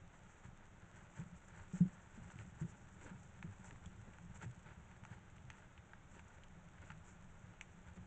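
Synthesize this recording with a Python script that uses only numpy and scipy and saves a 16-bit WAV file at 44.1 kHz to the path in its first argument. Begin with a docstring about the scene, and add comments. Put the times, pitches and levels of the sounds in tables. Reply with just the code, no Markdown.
"""A faint wind rumble, the hush of a wood at night, and legs brushing through dry litter: wild boars pass.
The litter crackles as a sum of tiny fractures, twigs snap as impulses that ring in the wood, and hooves
set the springy ground into damped oscillation, heard as low thuds over a murmur of lighter steps.
All of it passes through the resonant housing and the dull, hissy microphone of a small camera close by."""
import sys
import numpy as np
from scipy import signal
from scipy.fft import rfft, irfft
from scipy.io import wavfile

SR = 44100
rng = np.random.default_rng(int(sys.argv[2]) if len(sys.argv) > 2 else 0)


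def master(y):
    """Save y as 16-bit WAV."""
    cut = np.clip(np.atleast_2d(y).T, -1, 1)
    pcm = np.round(cut * 32767)  # scale
    wavfile.write(sys.argv[1], SR, pcm.astype(np.int16))


N = 355446


def from_db(db):
    """Amplitude ratio of a level in decibels."""
    return 10 ** (np.asarray(db) / 20)


def rms_one(x):
    """Normalisation to rms 1."""
    return x / np.sqrt(np.mean(x ** 2) + 1e-20)


def seconds():
    """The time of every sample."""
    return np.arange(N) / SR


def coloured(x, spectrum):
    """Spectral shaping, falling 58 dB per octave beyond the ends of the table; rms 1."""
    hz, db = np.transpose(spectrum)
    octave, known = np.log2(np.fft.rfftfreq(N, 1 / SR) + 1), np.log2(hz)
    beyond = np.abs(octave - np.clip(octave, known[0], known[-1]))
    gain = from_db(np.interp(octave, known, db) - 58 * beyond)
    return rms_one(irfft(rfft(x) * gain, N))


def resonance(x, hz, width_hz):
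    """A two-pole resonator with unit gain at its peak."""
    r = np.exp(-np.pi * width_hz / SR)
    feedback = [1, -2 * r * np.cos(2 * np.pi * hz / SR), r * r]
    return signal.lfilter(np.array([1, 0, -1]) * (1 - r * r) / 2, feedback, x)


def band(x, low_hz, high_hz):
    """Second-order band-pass."""
    return signal.sosfilt(signal.butter(2, [low_hz, high_hz], "band", fs=SR, output="sos"), x)


def drift(per_s):
    """A random wander of rms 1."""
    knots = np.arange(0, N / SR + 1, 1 / per_s)
    return rms_one(np.interp(seconds(), knots, rng.standard_normal(len(knots))))


def swell(centre_s, half_width_s):
    """A bell-shaped envelope, down to 1/e at its half-width."""
    return np.exp(-np.minimum(((seconds() - centre_s) / half_width_s) ** 2, 50))


def add(out, start_s, sound):
    """Superposition of a sound on out from start_s."""
    start = round(start_s * SR)
    out[start:start + len(sound)] += sound[:N - start]


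def crackle(per_s, spread_db, clump_db):
    """Shot noise: tiny fractures are random impulses of uneven size, clumped by a wandering level."""
    sizes = from_db(spread_db * np.minimum(rng.exponential(1, N), 4)) * rng.choice([-1, 1], N)
    return sizes * (rng.random(N) < per_s / SR) * from_db(clump_db * drift(60))


# Spectra of the wind and of the wood's hush: f/Hz, relative level/dB
WIND_SPECTRUM = [(12, -1), (25, 3.5), (36, -6.5), (55, -12), (90, -12.5), (200, -9.5), (300, -34.5)]
HUSH_SPECTRUM = [(150, -29.5), (260, -1.5), (384, -4), (490, -5), (534, -3.5), (761, -4), (829, -2.5),
                 (902, -8), (995, -7), (1250, -5.5), (1850, -9.5), (2040, -10.5), (2910, -16), (3580, -18),
                 (4800, -35.5), (6240, -53.5), (10600, -120)]
def night_air(wind_db=-65, hush_db=-69.5, hiss_db=-84):
    """Stationary noise: wind rumble, the hush of the wood and a thin microphone hiss."""
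    rumble, hush, hiss = rng.standard_normal((3, N))
    return (from_db(wind_db) * coloured(rumble, WIND_SPECTRUM)
            + from_db(hush_db) * coloured(hush, HUSH_SPECTRUM)
            + from_db(hiss_db) * rms_one(band(hiss, 5820, 7550)))


# Spectra of scuffed soil, crunching sticks and brushed leaves: f/Hz, relative level/dB
SOIL_SPECTRUM = [(200, 5), (270, -0.5), (360, -1.5), (550, -6.5), (750, -16)]
CRUNCH_SPECTRUM = [(210, -32.5), (350, -6.5), (417, -5.5), (481, -10), (599, -2.5), (698, -12), (928, 3),
                   (1010, -6), (1180, -6.5), (1470, 0), (1850, -4.5), (2510, -10.5), (4800, -28.5),
                   (6240, -59), (10600, -120)]
LEAF_SPECTRUM = [(2590, -49.5), (4400, -25.5), (4750, -21), (6020, -5.5), (7170, 1.5), (7540, 2),
                 (8030, -3), (8500, -15), (8700, -21), (11300, -46), (19100, -120)]
# Legs sweeping the litter: centre t/s, half-width/s, soil level/dB, crunch level/dB, leaf level/dB
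LEG_SWEEPS = [(.32, 0.052, -84, -74.5, -77), (0.449, 0.014, -79, -62, -77), (0.996, .06, -80, -65, -79),
              (1.189, 0.022, -71, -59.5, -68.5), (1.485, 0.0046, -72, -67.5, -66),
              (1.576, 0.055, -81, -64.5, -79), (1.77, 0.021, -75, -60, -64.5),
              (2.172, 0.086, -82, -69, -78), (2.31, 0.029, -81, -69, -71.5),
              (2.409, 0.022, -76, -60.5, -71), (2.422, 0.0042, -83, -69, -63.5),
              (2.613, 0.016, -76, -62.5, -69.5), (2.767, 0.081, -76, -71.5, -82),
              (3.058, 0.047, -60.5, -60.5, -71.5), (3.67, 0.021, -72, -60.5, -67),
              (3.724, 0.015, -62.5, -75, -77), (4.08, .012, -58, -83, -90), (4.361, 0.016, -84, -64, -71.5),
              (4.431, 0.014, -71, -54.5, -63), (4.685, 0.028, -71, -63, -84),
              (5.122, 0.024, -81, -60.5, -78.5), (5.58, 0.046, -87, -68, -81),
              (6.166, 0.032, -69, -65.5, -72), (6.325, 0.054, -81, -69.5, -84),
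              (6.863, 0.047, -78, -67, -74.5), (7.09, 0.031, -80, -67.5, -69.5),
              (7.882, 0.019, -80, -66, -79), (7.967, 0.01, -61, -64.5, -78)]
def litter(stir_db, mean_crunch_db=-72.5, crunch_db_per_db=0.39, leaf_offset_db=-2):
    """Incoherent sources add in power: each leg scuffs soil, crunches sticks and brushes dry leaves."""
    crunch_db = mean_crunch_db + crunch_db_per_db * (stir_db - stir_db.mean())
    powers = [np.zeros(N), from_db(crunch_db) ** 2, from_db(stir_db + leaf_offset_db) ** 2]
    for centre_s, half_width_s, *levels_db in LEG_SWEEPS:
        stroke = swell(centre_s, half_width_s)
        powers = [power + stroke * from_db(db) ** 2 for power, db in zip(powers, levels_db)]
    soil = coloured(crackle(per_s=2000, spread_db=6.0, clump_db=3.0), SOIL_SPECTRUM)
    sticks = coloured(crackle(per_s=2600, spread_db=3.0, clump_db=2.16), CRUNCH_SPECTRUM)
    leaves = coloured(crackle(per_s=2200, spread_db=2.5, clump_db=2.5), LEAF_SPECTRUM)
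    return sum(np.sqrt(power) * grains for power, grains in zip(powers, (soil, sticks, leaves)))


# Spectrum of the ground under light steps: f/Hz, relative level/dB
TREAD_SPECTRUM = [(32, -34), (55, -3.5), (81, 1), (125, -1), (146, -8), (173, 0.5), (195, -4), (217, -14),
                  (259, -25), (388, -23.5), (450, -31), (580, -56.5), (990, -120)]
def light_treads(tread_db, offset_db=1, lag_s=0.038, half_width_s=0.032, over_crunch_db=2):
    """Overlapping impacts merge into a low murmur, which swells as each leg lands after its sweep."""
    landing_power = sum(from_db(crunch_db + over_crunch_db) ** 2 * swell(sweep_s + lag_s, half_width_s)
                        for sweep_s, _, _, crunch_db, _ in LEG_SWEEPS)
    murmur = coloured(crackle(per_s=300, spread_db=0.5, clump_db=2.5), TREAD_SPECTRUM)
    return np.sqrt(from_db(tread_db + offset_db) ** 2 + landing_power) * murmur


def small_cracks(stir_db, per_s=14, impulse_db=-43, spread_db=1.5, brittle_db=-2):
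    """A random point process: thin sticks give way at a rate that rises as the litter is stirred."""
    breaks = rng.random(N) < per_s * from_db(stir_db - stir_db.mean()) / SR
    clicks = breaks * from_db(impulse_db + spread_db * np.minimum(rng.exponential(1, N), 3)) + 1e-18
    brittle = band(band(clicks, 6000, 8300), 6000, 8300)
    return band(clicks, 1100, 3000) + from_db(brittle_db) * brittle


# Snapping twigs: t/s, peak level/dB, resonance f/Hz, bandwidth/Hz, treble level/dB relative to the wood
TWIG_SNAPS = [(2.303, -50, 1300, 900, -12), (2.357, -52, 1500, 1000, -4), (2.389, -45, 2190, 900, -18),
              (3.427, -39, 1800, 1100, -18), (3.644, -49, 1450, 400, -12), (3.709, -46.5, 1750, 700, -14),
              (3.759, -53.5, 1300, 900, -22), (3.859, -48, 3350, 300, 5), (4.135, -55, 1700, 900, -12),
              (4.185, -49.5, 1490, 700, -11), (4.914, -55.5, 1600, 900, -9),
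              (5.037, -48.5, 1500, 1100, -17), (5.051, -44.5, 1400, 500, -9.5),
              (5.382, -54, 2280, 1600, -20), (5.502, -39, 1820, 1680, -12), (5.778, -49, 2150, 1000, -24),
              (5.934, -44.5, 1610, 347, -30), (6.194, -47, 1550, 700, -20), (6.436, -49, 3030, 900, -12),
              (6.903, -42, 1440, 595, -26), (6.918, -48, 1470, 900, -20), (7.537, -55, 1300, 900, -18),
              (7.611, -34.5, 2320, 600, -12)]
def twigs(split_s=0.0017, splinter=0.099, scatter_db=-33, scatter_s=0.016, knock_hz=860, knock_s=0.0041):
    """Brittle fracture: an impulse and splinters ring the wood; trunks and litter scatter a short tail."""
    out, t = np.zeros(N), np.arange(SR // 10) / SR
    knock = np.sin(2 * np.pi * knock_hz * t) * (2 * t / knock_s) * np.exp(1 - 2 * t / knock_s)
    decay = splinter * np.exp(-t / split_s) + from_db(scatter_db) * np.exp(-t / scatter_s)
    for start_s, db, hz, width_hz, treble_db in TWIG_SNAPS:
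        force = rng.standard_normal(len(t)) * decay
        force[0] += 1  # the break itself
        wood = band(resonance(force, hz, width_hz), 1100, 3060)
        edge = band(band(force, 5860, 8060), 5860, 8060)
        crack = wood / np.abs(wood).max() + from_db(treble_db) * edge / np.abs(edge).max()
        # thicker twigs sound lower and give more hollow knock, 16 dB per octave
        knock_db = -11 - 16 * np.log2(hz / 1420)
        crack += from_db(knock_db) * knock
        add(out, start_s, from_db(db) * crack / np.abs(crack).max())
    return out


# Overtones of the ground: frequency ratio to the fundamental, relative level/dB
GROUND_MODES = [(1.449, -21.5), (2.05, -19.5), (3.2, -29.5)]
# Heavy hoof falls: t/s, level/dB, ground fundamental f/Hz, hold time/s
HOOF_THUDS = [(1.189, -39, 143, .019), (1.210, -44, 181, 0.03), (1.256, -52, 177, 0.024),
              (1.732, -36.5, 182, 0.035), (1.804, -21.5, 178.6, 0.034), (1.848, -34.5, 183, 0.031),
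              (2.172, -50, 218, 0.025), (2.22, -45, 113, 0.011), (2.354, -46, 126, 0.023),
              (2.385, -47, 109.6, .067), (2.612, -34.5, 159, 0.029), (2.642, -38, 162, 0.023),
              (3.105, -48.5, 189, 0.042), (3.14, -49.5, 123, 0.033), (3.44, -41.5, 167, 0.029),
              (3.466, -47, 99, .057), (3.72, -54, 149, 0.03), (3.97, -53.5, 114, 0.057),
              (4.212, -54, 174, 0.063), (4.433, -45.5, 163, .019), (4.455, -42.5, 121, 0.048),
              (5.106, -48, 117, 0.033), (5.44, -52, 129, 0.039), (6.895, -51.5, 158, 0.069),
              (7.968, -48.5, 181, 0.083)]
def hoof_falls(sag=0.081, settle_s=0.012, rise_share=0.25, steepness=2.8,
               tail_db=-24, tail_s=0.053, soften=0.38, grit_s=0.02):
    """Damped oscillation of a stiffening spring: the ground's pitch rises as it takes a hoof's weight."""
    out, t = np.zeros(N), np.arange(SR // 4) / SR
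    median_db = np.median(np.array(HOOF_THUDS)[:, 1])
    for start_s, db, hz, hold_s in HOOF_THUDS:
        rise = np.sin(np.pi / 2 * np.minimum(t / (rise_share * hold_s), 1)) ** 2
        load = rise * np.exp(-(t / hold_s) ** steepness)
        pitch_hz = hz * (1 - sag * np.exp(-t / settle_s))
        swing = load * np.sin(2 * np.pi * np.cumsum(pitch_hz) / SR)
        grit = sum(from_db(mode_db) * rms_one(resonance(rng.standard_normal(len(t)), hz * ratio, 41))
                   for ratio, mode_db in GROUND_MODES)
        # overtones mark first contact; their share falls for faint treads and for heavy ones that sink in
        contact = band(grit * np.exp(-(t / grit_s) ** 2), 180, 550)
        contact *= from_db(-soften * abs(db - median_db))
        shudder = rms_one(band(rng.standard_normal(len(t)), 96, 190))
        shudder *= np.minimum(t / hold_s, 1) * np.exp(-t / tail_s)
        add(out, start_s, from_db(db) * (swing + contact + from_db(tail_db) * shudder))
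    return out


# Activity of the herd underfoot: t/s, light-step level/dB, leaf-stirring level/dB
HERD_ACTIVITY = [(0.0, -65.5, -81.5), (0.45, -67, -78.5), (0.67, -66.5, -84), (1.64, -63, -75.5),
                 (2.13, -64.5, -75.5), (2.38, -58.5, -77), (3.39, -61, -76), (4.22, -59.5, -77.5),
                 (5.93, -65.5, -83.5), (7.16, -61, -80.5), (7.65, -65, -78.5), (8.06, -56.5, -80)]
def scene():
    """Linear superposition: the sounds of the passing herd add to those of the still wood."""
    times_s, *levels_db = np.transpose(HERD_ACTIVITY)
    tread_db, stir_db = [np.interp(seconds(), times_s, db) for db in levels_db]
    herd = hoof_falls() + light_treads(tread_db) + twigs() + small_cracks(stir_db) + litter(stir_db)
    return (herd + night_air())[None]


# Hollow resonances of the camera housing: f/Hz, bandwidth/Hz, gain/dB
HOUSING_MODES = [(343, 12, 3), (883, 110, 1), (1410, 160, 1.5)]
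def record(dry, cutoff_hz=8650):
    """Cavity resonance in the housing lifts three narrow bands; a steep low-pass dulls the top."""
    ringing = sum((from_db(db) - 1) * resonance(dry, hz, width_hz) for hz, width_hz, db in HOUSING_MODES)
    low_pass = signal.ellip(10, .3, 70, cutoff_hz, fs=SR, output="sos")
    return signal.sosfilt(low_pass, dry + ringing)


dry = scene()
out = record(dry)
master(out)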